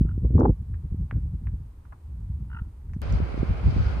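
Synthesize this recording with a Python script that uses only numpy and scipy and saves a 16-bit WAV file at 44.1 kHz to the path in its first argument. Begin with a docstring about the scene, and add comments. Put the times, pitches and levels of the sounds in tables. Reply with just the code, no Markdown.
"""Wind rumbles and thumps on the microphone in a desert yard, and once breaks into a snort-like blow.
Between gusts come a few dry clicks, as of twigs and stones, and two far, trilling calls, probably of
a bird; both return dully from barn and ground. After three seconds the scene cuts, with a click, to a
more open spot, where the gusts go on and wind hisses steadily through dry brush."""
import sys
import numpy as np
from scipy import signal
from scipy.io import wavfile
from scipy.ndimage import uniform_filter1d

SR = 44100
rng = np.random.default_rng(int(sys.argv[2]) if len(sys.argv) > 2 else 0)


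def transcribe(signal):
    """Save signal, clipped to [-1, 1], as a 16-bit WAV file at the path in sys.argv[1]."""
    frames = np.atleast_2d(signal).T
    limited = np.clip(frames, -1, 1)
    pcm = np.round(limited * 32767).astype(np.int16)
    wavfile.write(sys.argv[1], SR, pcm)


N = 176400
T = np.arange(N) / SR
CUT_S = 3.018  # from the yard to the open ground

# Stereo image of the wind in each place. Each row: frequency in Hz, left-right likeness from 0 to 1.
YARD_LIKENESS = [(180, .999), (380, .96), (560, .7), (950, .1)]
OPEN_LIKENESS = [(60, 0.67), (130, 0.23), (290, 0.2), (640, 0)]


def from_db(db):
    """Decibels to gain."""
    return 10 ** (np.asarray(db) / 20)


def rms_one(x):
    """Scale to rms 1."""
    return x / np.sqrt(np.mean(x ** 2) + 1e-20)


def in_time(rows):
    """An envelope drawn through (seconds, value) points."""
    return np.interp(T, *np.transpose(rows))


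def at_hz(points, hz):
    """Read a spectrum on a log-frequency axis."""
    freqs, values = np.transpose(points)
    return np.interp(np.log(hz), np.log(freqs), values)


def butter(x, hz, kind, order=2):
    """Causal Butterworth filter."""
    sections = signal.butter(order, np.clip(hz, 10, .45 * SR), kind, fs=SR, output="sos")
    return signal.sosfilt(sections, x + 1e-18)


def resonate(x, hz, width_hz):
    """A resonance applied twice, for steep skirts."""
    r = np.exp(-np.pi * width_hz / SR)
    section = [(1 - r * r) / 2, 0, (r * r - 1) / 2, 1, -2 * r * np.cos(2 * np.pi * hz / SR), r * r]
    return signal.sosfilt([section, section], x + 1e-18)


def waver(hz):
    """A smooth random wobble of rms 1."""
    return rms_one(butter(rng.standard_normal(N), hz, "low"))


def dying_noise(start, decay_s):
    """A stereo noise burst that dies away."""
    return (T >= start) * np.exp(-np.abs(T - start) / decay_s) * rng.standard_normal((2, N))


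def air_noise(spectrum, likeness, tilt_db=0, pivot_hz=100):
    """Stereo noise in third-octave bands; above the pivot it tilts by tilt_db per octave."""
    edges = 20 * 2 ** (np.arange(30) / 3)
    white = rng.standard_normal((2, 2, N + SR // 4))
    out, power = np.zeros((2, N)), 0
    for k, (low, high) in enumerate(zip(edges, edges[1:])):
        hz = np.sqrt(low * high)
        if spectrum[0][0] / 2 < hz and low < spectrum[-1][0]:
            mid, side = butter(white[k % 2], [low, high], "band", order=3)[:, -N:]
            alike = np.clip(at_hz(likeness, hz), -1, 1)
            gain = from_db(at_hz(spectrum, hz))
            tilt = from_db(tilt_db * max(np.log2(hz / pivot_hz), 0))
            out += gain * tilt * (np.sqrt(1 + alike) * mid + np.sqrt(1 - alike) * side * [[1], [-1]])
            power += gain ** 2 * (high - low) * 4 / SR
    return out / np.sqrt(power)


def still_air():
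    """The faint, low bed of air in the yard."""
    # Tone of the air. Each row: frequency in Hz, level in dB per Hz.
    colour = [(30, -4), (65, 6.5), (160, -25), (260, -21.5), (650, -37.5), (920, -31.5), (1500, -41.5),
              (3000, -49.5), (6500, -55), (9500, -49.5), (12000, -63), (15000, -49.5)]
    return from_db(-44.5) * air_noise(colour, YARD_LIKENESS)


def brush():
    """Wind hisses through dry brush, with a flickering treble and faint whistles."""
    # Tone of the hiss. Each row: frequency in Hz, level in dB per Hz.
    colour = [(60, -1), (260, -3), (480, -1.5), (640, -4.5), (900, -8), (1400, -9.5), (1900, -18),
              (2300, -14), (3500, -25), (4700, -23.5), (5600, -32), (7000, -40.5), (10000, -42.5),
              (12000, -63), (14500, -47.5)]
    # Envelopes of the hiss and of its treble. Each row: time in seconds, relative level in dB.
    hiss_level = [(3.02, -48), (3.6, -48), (3.9, -47)]
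    treble_level = [(3.08, 1), (3.16, 3), (3.2, -3), (3.64, -3.5), (3.69, 2), (3.86, 2), (3.97, -1)]
    # Whistles. Each row: centre and half length in seconds, pitch and width in Hz, level in dB.
    whistles = [(3.45, .4, 2195, 70, -64), (3.87, .07, 1380, 300, -48)]
    hiss = from_db(in_time(hiss_level) + 7.5) * air_noise(colour, OPEN_LIKENESS)
    treble = butter(hiss, (3500, 7000), "band", order=1)
    treble_db = in_time(treble_level) + 1.5 * waver(hz=60)
    out = hiss + (from_db(treble_db) - 1) * treble
    for centre, half, hz, width, db in whistles:
        swell = from_db(db) * np.exp(-.5 * ((T - centre) / half) ** 2)
        out += swell * rms_one(resonate(rng.standard_normal((2, N)), hz, width))
    return out


def echoes(x):
    """A thin, dull scatter of returns from barn and ground."""
    t60_s, top_hz = .34, 2500
    t = T[:SR // 2]
    tail = butter(rng.standard_normal((2, len(t))), top_hz, "low") * from_db(-60 * t / t60_s)
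    tail /= np.sqrt(np.sum(tail ** 2) * SR / (4 * top_hz))
    return from_db(-15) * signal.fftconvolve(x, tail, axes=1)[:, :N]


def ticks():
    """Tiny bright cracks in dry brush."""
    # Each row: start in seconds, relative level in dB.
    cracks = [(0.398, -50.5), (2.8175, -79), (2.935, -62), (2.946, -66), (3.124, -44)]
    bursts = sum(from_db(db) * dying_noise(start, decay_s=.0024) for start, db in cracks)
    return 3 * butter(resonate(bursts, hz=5750, width_hz=3400), [4000, 8000], "band")


def clicks():
    """Heavily damped snaps with a woody body, as of twigs and stones, each with a short crumble."""
    # Each row: start in seconds, level in dB, pitch in Hz, crumble against the snap in dB.
    snaps = [(0.741, -54, 1530, 0.5), (1.111, -25.5, 1606, -21.5), (1.4705, -39, 1574, -12.5),
             (1.852, -58, 1050, 3.5), (1.923, -52, 1060, 7.5), (2.817, -62, 1430, -17),
             (2.894, -58, 1460, -4), (2.935, -42.5, 1650, -14)]
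    out = np.zeros((2, N))
    for start, db, hz, crumble_db in snaps:
        impulse = np.arange(N) == int(start * SR)
        drive = np.vstack([impulse, dying_noise(start, decay_s=.009)])
        body = from_db(-6) * resonate(drive, hz=750, width_hz=800)
        ring = resonate(drive, hz, width_hz=.75 * hz) - body
        snap = ring[0]
        crumble = from_db(crumble_db) * ring[1:] / np.sqrt(np.sum(snap ** 2))
        out += from_db(db) * (snap / np.abs(snap).max() + crumble)
    return butter(out, 2700, "low", order=4)


def far_calls():
    """Raspy, nasal trills that slow down; each beat arches in loudness and pitch."""
    # The trills. Each row: start, length and first beat's length in seconds, level in dB.
    trills = [(0.06, 0.06, 0.023, -47), (2.498, 0.11, 0.0134, -39.5)]
    # Tone of the voice. Each row: harmonic number, level in dB.
    harmonics = [(2, -12.5), (3, 0.5), (4, -16), (6, -15.5)]
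    pitch_hz, pitch_arch, jitter, rasp = 425, .11, .05, .35
    beat_growth, sounding_share, right_lag_s = 1.13, .7, .00015
    stereo_phase = np.array([[0], [2 * np.pi * pitch_hz * right_lag_s]])
    out = np.zeros((2, N))
    for start, length, first_beat, db in trills:
        age = np.maximum(T - start, 0)
        beat = np.log1p(age * (beat_growth - 1) / first_beat) / np.log(beat_growth)
        arch = np.sin(np.pi * np.minimum(beat % 1 / sounding_share, 1))
        leak = .3 * (age / length) ** 2  # the beats run together towards the end
        gate = uniform_filter1d((leak + arch) * (T > start) * (age < length), size=110)
        swell_db = np.interp(age / length, [0, .68, 1], [-11.5, 0, -9.5])
        hz = pitch_hz * (1 + pitch_arch * arch + jitter * waver(pitch_hz / 2))
        phase = 2 * np.pi * np.cumsum(hz) / SR - stereo_phase
        voice = sum(from_db(level) * np.sin(k * phase) for k, level in harmonics)
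        out += from_db(db + swell_db) * gate * voice * (1 + rasp * waver(pitch_hz / 2))
    return out


def blow():
    """A fluttering rush of air that swells in puffs, flaps a few times and stops."""
    # Envelope of the rush. Each row: time in seconds, relative level in dB.
    puffs = [(.225, -61.5), (.248, -33.5), (.298, -68.5), (.307, -34), (.322, -49), (.352, -37),
             (.376, -35), (.39, -25), (.46, -27.5), (.479, -28), (.493, -30), (.505, -31.5), (.55, -92)]
    # Sharp flaps of air. Each row: centre in seconds, level in dB, half length in seconds.
    flaps = [(.3815, -25, .0014), (.4095, -19, .0016), (.435, -27, .002), (.457, -16, .003)]
    # Tones of the rush and the flaps. Each row: frequency in Hz, level in dB per Hz.
    rush_colour = [(60, -4), (150, 3), (280, 1), (480, -4), (640, -17), (820, -9), (1250, -20), (1700, -37),
                   (4000, -88)]
    flap_colour = [(200, -10.5), (450, 14), (640, -12), (830, 14), (1300, -5.5), (1800, -27), (4000, -58)]
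    flutter_hz, flutter_depth_db, full_db = 78, 4.5, -19.5
    db = in_time(puffs)
    start, end = puffs[0][0], puffs[-1][0]
    fade = np.interp(T, [start - .02, start, end, end + .02], [0, 1, 1, 0])
    turns = flutter_hz * (T - flaps[0][0]) + waver(flutter_hz) / 10  # an uneven pulse
    flutter_db = flutter_depth_db * (np.cos(2 * np.pi * turns) - .5)
    air = air_noise(rush_colour, YARD_LIKENESS, tilt_db=.93 * (db - full_db), pivot_hz=445)
    rush = fade * from_db(db + 6.5 + flutter_db) * air
    flapping = sum(from_db(level) * np.exp(-.5 * ((T - at) / half) ** 2) for at, level, half in flaps)
    return rush + flapping * air_noise(flap_colour, YARD_LIKENESS)


def thumps():
    """Each eddy is a rounded pressure bump that rings the microphone's bass cut."""
    # Each row: peak time in seconds, relative level in dB, rise in seconds.
    eddies = [(0.012, 2.5, 0.00098), (0.179, -12, 0.00074), (.254, -9, 0.00094), (0.307, -7, 0.00091),
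              (0.354, -5.5, 0.00069), (.401, -4.5, 0.00082), (0.436, -4, 0.0012), (0.4961, 3.5, 0.0012),
              (0.946, -14.5, 0.00088), (1.127, -25.5, 0.00049), (2.302, -9.5, 0.0017),
              (2.966, -10.5, 0.0011), (3.203, -10, 0.00046), (3.344, -15, 0.0004), (3.378, -13, 0.00044),
              (3.431, -5, 0.00048), (3.727, -14, 0.00084), (3.765, -8.5, 0.0009)]
    port_lag_s = .0006 * np.array([[-.5], [.5]])  # in the open, an eddy reaches the two ports apart
    out = np.zeros((2, N))
    for peak, db, rise in eddies:
        age = T - peak - port_lag_s * (peak > CUT_S)
        width = np.where(age < 0, rise, 1.17 * rise)
        out += from_db(db - 4) * np.exp(-.5 * (age / width) ** 2)
    return butter(out, 55.5, "high", order=4)


def rumble(likeness):
    """Turbulence at the microphone: a stronger wind is louder and brighter."""
    # Tone of a moderate wind. Each row: frequency in Hz, level in dB per Hz.
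    colour = [(22, -27), (35, -12.5), (58, 5.5), (100, -4), (160, -12), (250, -26), (400, -40.5),
              (700, -62.5), (1200, -78.5)]
    # The breeze between gusts. Each row: time in seconds, relative level in dB.
    breeze = [(0, -26), (.13, -30.5), (.38, -31), (.52, -21.5), (.56, -44), (1.4, -37), (1.62, -38),
              (1.79, -57), (2.05, -49.5), (2.1, -38), (2.58, -38), (2.8, -52), (3.05, -32), (3.32, -35.5),
              (3.6, -33.5), (4, -28.5)]
    # Brief gusts on top. Each row: centre and half length in seconds, relative level in dB.
    gusts = [(0.053, 0.0038, -15), (0.167, 0.0077, -33.5), (0.258, 0.017, -20.5), (0.361, 0.016, -15.5),
             (0.614, 0.016, -30), (0.738, 0.038, -31), (0.855, 0.014, -29.5), (0.924, 0.0091, -24.5),
             (1.019, 0.029, -27), (1.166, 0.02, -23.5), (1.25, 0.031, -29.5), (1.348, 0.0092, -25.5),
             (1.479, 0.019, -27.5), (1.54, 0.014, -29), (2.25, 0.014, -39), (2.348, 0.0095, -30.5),
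             (2.422, 0.011, -33.5), (2.62, 0.0022, -25.5), (2.674, 0.01, -35), (2.917, 0.036, -37),
             (3.142, 0.029, -21.5), (3.225, 0.017, -23.5), (3.405, 0.0094, -22.5), (3.508, 0.014, -20.5),
             (3.673, 0.02, -17), (3.79, 0.029, -21), (3.869, 0.009, -21)]
    moderate_db = -27
    gust_power = sum(from_db(db) ** 2 * np.exp(-((T - at) / half) ** 2) for at, half, db in gusts)
    wind_db = 10 * np.log10(from_db(in_time(breeze)) ** 2 + gust_power)
    noise = air_noise(colour, likeness, tilt_db=.2 * (wind_db - moderate_db), pivot_hz=84)
    # Even out the noise so that breeze and gusts set its level.
    power = uniform_filter1d(uniform_filter1d(np.mean(noise ** 2, axis=0), size=800), size=800)
    return from_db(wind_db) * noise / np.sqrt(np.abs(power) + 1e-6)


def scene():
    """The sheltered yard, then, with a click, the open ground."""
    details = clicks() + far_calls()
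    yard = from_db(3) * rumble(YARD_LIKENESS) + still_air() + blow() + details + echoes(details)
    open_ground = from_db(3.5) * rumble(OPEN_LIKENESS) + brush()
    cut_click = from_db(-27) * (np.arange(N) == int(CUT_S * SR))
    return np.where(T < CUT_S, yard, open_ground) + cut_click + thumps() + ticks()


def record(dry):
    """A steep low-pass takes off the highest treble."""
    return signal.sosfilt(signal.cheby2(12, 70, 16200, fs=SR, output="sos"), dry)


dry = scene()
out = record(dry)
transcribe(out)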